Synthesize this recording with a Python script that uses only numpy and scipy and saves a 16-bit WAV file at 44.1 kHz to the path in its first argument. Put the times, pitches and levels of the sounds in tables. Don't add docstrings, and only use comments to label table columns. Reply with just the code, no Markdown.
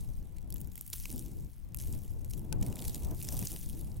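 import sys
import numpy as np
from scipy import signal
from scipy.fft import rfft, irfft
from scipy.io import wavfile
from scipy.ndimage import uniform_filter1d

SR = 44100
rng = np.random.default_rng(int(sys.argv[2]) if len(sys.argv) > 2 else 0)


def store_pcm(level_fs):
    pcm = np.round(np.clip(level_fs, -1, 1) * 32767).astype(np.int16)
    wavfile.write(sys.argv[1], SR, np.atleast_2d(pcm).T)


N = 176400

# time_s, level_db
RUMBLE_LEVELS = [(0.0, -43), (0.07, -49), (0.1, -39.5), (0.14, -46), (0.19, -41), (0.27, -50), (0.64, -43),
                 (0.83, -53), (1.03, -47), (1.13, -43), (1.3, -47), (1.45, -43.5), (1.51, -53.5),
                 (1.97, -37.5), (2.05, -51.5), (2.14, -37), (2.16, -47.5), (2.38, -41), (2.42, -46),
                 (2.63, -34), (2.65, -50), (2.69, -37.5), (2.81, -51.5), (2.88, -39), (2.93, -49),
                 (3.07, -39), (3.25, -45.5), (3.28, -39), (3.3, -44), (3.38, -36.5), (3.45, -49),
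                 (3.71, -43.5), (3.9, -46), (3.98, -41)]
# time_s, buffet_db, rush_db
GUST_LEVELS = [(0.0, -56.5, -69), (0.34, -60, -70), (0.61, -49.5, -66), (0.63, -53, -69), (0.84, -68, -79),
               (0.99, -67.5, -80.5), (1.15, -44.5, -64), (1.19, -50.5, -69), (1.44, -51, -72.5),
               (1.54, -68.5, -82), (1.87, -53.5, -67), (1.88, -44.5, -63), (2.1, -59, -69),
               (2.12, -50, -66.5), (2.32, -55.5, -68.5), (2.37, -47, -68.5), (2.47, -48, -64),
               (2.51, -47.5, -65), (2.53, -43.5, -56), (2.59, -44.5, -59.5), (2.63, -40.5, -56),
               (2.79, -49.5, -57.5), (3.04, -49.5, -61.5), (3.11, -44, -51), (3.18, -49, -67),
               (3.35, -48.5, -53.5), (3.43, -42.5, -57), (3.48, -54, -71), (3.56, -50, -59.5),
               (3.62, -55.5, -74), (3.74, -46.5, -66.5), (3.97, -56.5, -67)]
# time_s, left_minus_right_db
WIND_BALANCE = [(0, 5.5), (1.0, 5.5), (2.3, 6.5), (2.8, 2.5), (3.3, 4), (4, 2.5)]
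# freq_hz, density_db
RUMBLE_SPECTRUM = [(8, -7), (20, -2.5), (32, -0.5), (60, -1), (125, -8.5), (170, -14.5), (260, -26.5),
                   (500, -85.5)]
EDDY_SPECTRUM = [(8, -8), (20, 4), (32, -3), (60, -7.5), (125, -13.5), (170, -18), (260, -28.5), (500, -74)]
BUFFET_SPECTRUM = [(70, -14), (120, 3), (165, 0.5), (240, -4), (330, -7), (450, -18), (700, -30),
                   (1500, -73)]
RUSH_SPECTRUM = [(200, -39), (350, -1.5), (470, -0.5), (650, -3), (900, -6), (1150, -15), (1600, -23.5),
                 (3000, -29.5), (8000, -86)]
# peak_s, rise_s, level_db
SNOW_SHOWERS = [(0, 0.015, -61.5), (0.562, 0.0083, -63.5), (.8, 0.1, -62), (.875, 0.054, -60),
                (.942, 0.024, -48), (1.1, 0.057, -54.5), (1.795, 0.015, -52.5), (2.305, 0.015, -62.5),
                (2.627, 0.0059, -57), (2.87, 0.14, -50), (3.3, 0.21, -47.5), (3.5, 0.19, -47.5)]
# time_s, side_minus_mid_db
SHOWER_WIDTH = [(0, -41), (2.7, -39), (2.8, -7), (3.3, -13), (3.5, -18.5), (3.8, -13.5)]
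# freq_hz, density_db
SNOW_SPECTRUM = [(500, -30), (1200, -21), (1900, -14.5), (2700, -8.5), (3700, -7), (4500, -7.5),
                 (6000, -3.5), (8000, -2), (9700, 0), (12500, .3), (15500, -1.5)]
# start_s, level_db, contact_s, tilt_db_per_octave, body_db
ICE_TICKS = [(0.364, -62, 0.008, 0, -2), (0.384, -52, 0.00091, -3.5, -1), (0.427, -58.5, 0.0011, 3, -19),
             (0.503, -42.5, 0.0025, 6.5, -18), (0.5242, -42, 0.0019, 1, -27),
             (0.5406, -35.5, 0.0025, 15, -33), (0.5584, -50, 0.0041, -3, -8),
             (.5680, -47.5, 0.0015, 4, -14), (0.5814, -45, 0.00095, 1, -18), (0.6043, -40, 0.0012, 12, -15),
             (0.614, -36.5, .0007, 8, -28), (0.673, -43.5, 0.0013, 13, -15),
             (0.7167, -53.5, 0.0038, 1, -12), (0.7554, -34.5, 0.0016, 14, -15.5),
             (0.7775, -37, 0.0025, 12, -13), (0.805, -58, .0008, 6, -23), (.8102, -29, 0.0012, 14, -23),
             (0.863, -40, 0.0026, 11, -23), (0.877, -36.5, .0012, 12, -25), (0.901, -36, 0.00088, 11, -22),
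             (.9095, -44, 0.00087, 13, -22), (0.9303, -33.5, 0.0044, -2, -13.5),
             (0.937, -33.5, 0.0021, 5, -10), (1.0260, -41, .0015, 11, -28), (1.0552, -38, 0.0015, -2, 2),
             (1.1018, -39, 0.0017, -2.5, -9), (1.1125, -40.5, 0.0041, 7, -20), (1.16, -35, 0.0013, 15, -27),
             (1.1932, -35, 0.00078, 5, -22), (1.7456, -33.5, 0.0015, 8, -12), (1.7645, -39, .0005, 12, -20),
             (1.7706, -39, 0.0021, 4.5, -31), (1.786, -43, 0.0034, -1, -20), (1.8, -40.5, 0.0012, 0, -21),
             (1.9253, -43.5, 0.0031, 7.5, -36), (1.937, -44, .0012, 9, -7), (2.2466, -41, 0.00089, 1, -19),
             (2.2973, -49, 0.0026, 6, -12), (2.307, -46.5, 0.0066, 2.5, -19),
             (2.3348, -42.5, .002, -1, -12), (2.376, -49.5, 0.0043, 7, -14), (2.3935, -48, 0.0018, 5, -10),
             (2.6115, -49.5, 0.0032, 1.5, -10), (2.6258, -41.5, 0.0051, 0.5, -1.5),
             (2.663, -43.5, 0.0034, 0.5, -6), (2.7255, -44.5, 0.0028, 3, -6.5),
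             (2.757, -39, 0.0012, -1, -30), (2.7685, -41, 0.0004, 1, 0), (2.792, -41.5, 0.0013, -5.5, -10),
             (2.8222, -41.5, 0.0014, -6, -8), (2.85, -43, 0.0057, -2, -29), (2.878, -40, 0.0056, 1, -21),
             (2.945, -35.5, 0.0026, 0, -35), (2.9543, -44, 0.004, -2, -21), (3.0464, -44.5, 0.0048, 1, -31),
             (3.1087, -48.5, 0.0061, -1.5, -16), (3.2145, -44.5, 0.0023, -6.5, -23),
             (3.226, -36, 0.00093, 6, -17), (3.2872, -33, 0.0016, -2.5, -28), (3.327, -43, 0.0086, 4, -24),
             (3.367, -41.5, 0.0041, 2, -29), (3.4255, -40.5, 0.0035, 0, -5), (3.45, -35.5, .004, 10, -18),
             (3.5084, -43, 0.0025, -2, -21), (3.562, -42, .0015, -4, -7), (3.6895, -43.5, .0012, 3, -28),
             (3.6974, -40.5, 0.00085, -2, -28), (3.917, -53, 0.00079, -5, -16),
             (3.968, -46, 0.00074, 9, -18)]
# freq_hz, density_db
CRACK_SPECTRUM = [(600, -35), (1500, -20.5), (2500, -12.5), (3650, -6), (4600, -5), (6500, -1.5),
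                  (10000, 1), (13000, -1), (16000, -6.5)]
BODY_SPECTRUM = [(200, 6), (600, -13.5), (1000, -1.5), (1600, -4.5), (2600, 7), (5000, -10.5)]
SNAP_SPECTRUM = [(1500, -54), (2800, -8), (4800, -11), (6000, 4), (8500, -8), (10000, -14), (16000, -25)]
# freq_hz, level_db, t60_s
CASING_MODES = [(873, -1.5, 0.078), (920, -9, 0.053), (1515, 1, 0.04), (2520, -1.5, 0.021),
                (4450, -1, 0.013)]
# freq_hz, density_db
AIR_SPECTRUM = [(100, -5), (600, 9.5), (1200, 4.5), (2500, 3), (6000, -5), (16000, -0.5)]

OPPOSED = np.array([[1], [-1]])
TICK_SAMPLES = 2048


def wind(eddy_db=2.5, rush_trim_db=-0.5):
    pan_db = curve(WIND_BALANCE) * OPPOSED / 2
    flutter = wander(rate_hz=45)
    pressure = noise(RUMBLE_SPECTRUM) + undb(eddy_db) * noise(EDDY_SPECTRUM) * OPPOSED
    rumble = pressure * undb(curve(RUMBLE_LEVELS) + pan_db)
    buffet_db = curve(GUST_LEVELS) + 1.77 * flutter + 0.51 * pan_db
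    buffet = stereo_noise(BUFFET_SPECTRUM, side_db=-3) * undb(buffet_db)
    rush_db = curve(GUST_LEVELS, column=2) + rush_trim_db + 1.6 * flutter
    rush = stereo_noise(RUSH_SPECTRUM, side_db=-9.5) * undb(rush_db)
    return rumble + buffet + rush


def showers(fade_db_per_s=43, powder_db=-1.5, stray_db=-72.5):
    t = np.arange(N) / SR
    power = np.zeros(N)
    for peak_s, rise_s, level_db in SNOW_SHOWERS:
        rise = np.clip(1 + (t - peak_s) / rise_s, 0, 1)
        fade_db = fade_db_per_s * np.maximum(t - peak_s, 0)
        power += (rise * undb(level_db - fade_db)) ** 2
    flow = np.sqrt(power)
    grains = flow * crackle(grains_per_s=240) + undb(stray_db) * crackle(grains_per_s=59)
    powder = flow * undb(powder_db)
    return np.hypot(grains, powder) * stereo_noise(SNOW_SPECTRUM, curve(SHOWER_WIDTH))


def crackle(grains_per_s, spread_db=3, decay_s=0.00092):
    sizes = undb(spread_db * np.minimum(rng.exponential(size=N), 4))
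    impacts = (rng.random(N) < grains_per_s / SR) * sizes
    return unit_rms(signal.lfilter([1], [1, -np.exp(-1 / (decay_s * SR))], impacts))


def ticks(crack_db=0.5, body_trim_db=-3.5, side_db=-20.5):
    out = np.zeros((2, N))
    for start_s, level_db, contact_s, tilt_db_per_octave, body_db in ICE_TICKS:
        crack = undb(crack_db) * stereo_noise(CRACK_SPECTRUM, side_db, tilt_db_per_octave, TICK_SAMPLES)
        body = undb(body_trim_db + body_db) * noise(BODY_SPECTRUM, size=TICK_SAMPLES)
        add(out, start_s, undb(level_db) * shatter(contact_s) * (crack + body))
    return out


def snap(start_s=3.4714, level_db=-29.5, contact_s=0.0014):
    out = np.zeros((2, N))
    crack = stereo_noise(SNAP_SPECTRUM, side_db=-20.5, size=TICK_SAMPLES)
    add(out, start_s, undb(level_db) * shatter(contact_s) * crack)
    return out


def tap(start_s=2.5255, level_db=-46, pan_db=3.5, knock_db=-2.5, knock_decay_s=0.0044, crack_db=10.5):
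    out = np.zeros((2, N))
    size = SR // 5
    t = np.arange(size) / SR
    ring = sum(undb(mode_db - 60 * t / t60_s) * np.sin(2 * np.pi * freq_hz * t)
               for freq_hz, mode_db, t60_s in CASING_MODES)
    knock = np.exp(-t / knock_decay_s) * stereo_noise(BODY_SPECTRUM, side_db=-2, size=size)
    crack = shatter(contact_s=0.0026, size=size) * stereo_noise(CRACK_SPECTRUM, side_db=-4.5, size=size)
    casing = (ring + undb(knock_db) * knock) * undb(OPPOSED * pan_db / 2)
    add(out, start_s, undb(level_db) * (casing + undb(crack_db) * crack))
    return out


def shatter(contact_s, size=TICK_SAMPLES, rise_s=0.00027, drop_s=0.00049, tail_s=0.004, tail_db=-17):
    t = np.arange(size) / SR
    after_s = np.maximum(t - contact_s, 0)
    drop = np.exp(-after_s / drop_s)
    tail = undb(tail_db) * np.exp(-after_s / tail_s)
    return np.minimum(t / rise_s, 1) * np.maximum(drop, tail)


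def clumps(snow, spread_db=2.5, rate_hz=83, band_octaves=0.2543):
    octave = np.log2(np.clip(np.fft.rfftfreq(N, 1 / SR), 1500, 16000))
    band_index = (octave - octave[0]) / band_octaves
    spectrum = rfft(snow)
    bands = np.array([irfft(spectrum * np.maximum(1 - abs(band_index - k), 0), N)
                      for k in range(int(band_index[-1]) + 2)])
    gains = np.array([undb(spread_db * wander(rate_hz)) for _ in bands])
    power = np.average(gains ** 2, axis=0, weights=bands.var(axis=(1, 2)))
    return (bands * gains[:, None]).sum(axis=0) / np.sqrt(power)


def air(level_db=-73.5):
    return undb(level_db) * stereo_noise(AIR_SPECTRUM, side_db=-1.5)


def undb(db):
    return 10 ** (np.asarray(db) / 20)


def unit_rms(x):
    return x / np.sqrt(np.mean(x ** 2))


def curve(rows, column=1):
    rows = np.array(rows)
    return np.interp(np.arange(N) / SR, rows[:, 0], rows[:, column])


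def noise(spectrum, tilt_db_per_octave=0, size=N):
    octave = np.log2(np.maximum(np.fft.rfftfreq(size, 1 / SR), 1))
    freq_hz, density_db = np.array(spectrum).T
    gain_db = np.interp(octave, np.log2(freq_hz), density_db)
    gain_db += tilt_db_per_octave * np.clip(octave - np.log2(SR / 2), -3, 0)
    return unit_rms(irfft(rfft(rng.standard_normal(size)) * undb(gain_db), size))


def stereo_noise(spectrum, side_db, tilt_db_per_octave=0, size=N):
    mid = noise(spectrum, tilt_db_per_octave, size)
    side = noise(spectrum, tilt_db_per_octave, size)
    return mid + undb(side_db) * side * OPPOSED


def wander(rate_hz):
    window = int(SR / rate_hz)
    smooth = rng.standard_normal(N)
    for _ in range(2):
        smooth = uniform_filter1d(smooth, window, mode="wrap")
    return unit_rms(np.tanh(unit_rms(smooth)))


def add(out, start_s, sound):
    first = int(start_s * SR)
    count = min(sound.shape[-1], N - first)
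    out[:, first:first + count] += sound[..., :count]


def scene():
    snow = clumps(showers() + ticks() + snap())
    return wind() + snow + tap() + air()


def record(dry):
    cutoff_hz = 15950
    return signal.sosfilt(signal.ellip(10, 0.2, 80, cutoff_hz, fs=SR, output="sos"), dry)


dry = scene()
out = record(dry)
store_pcm(out)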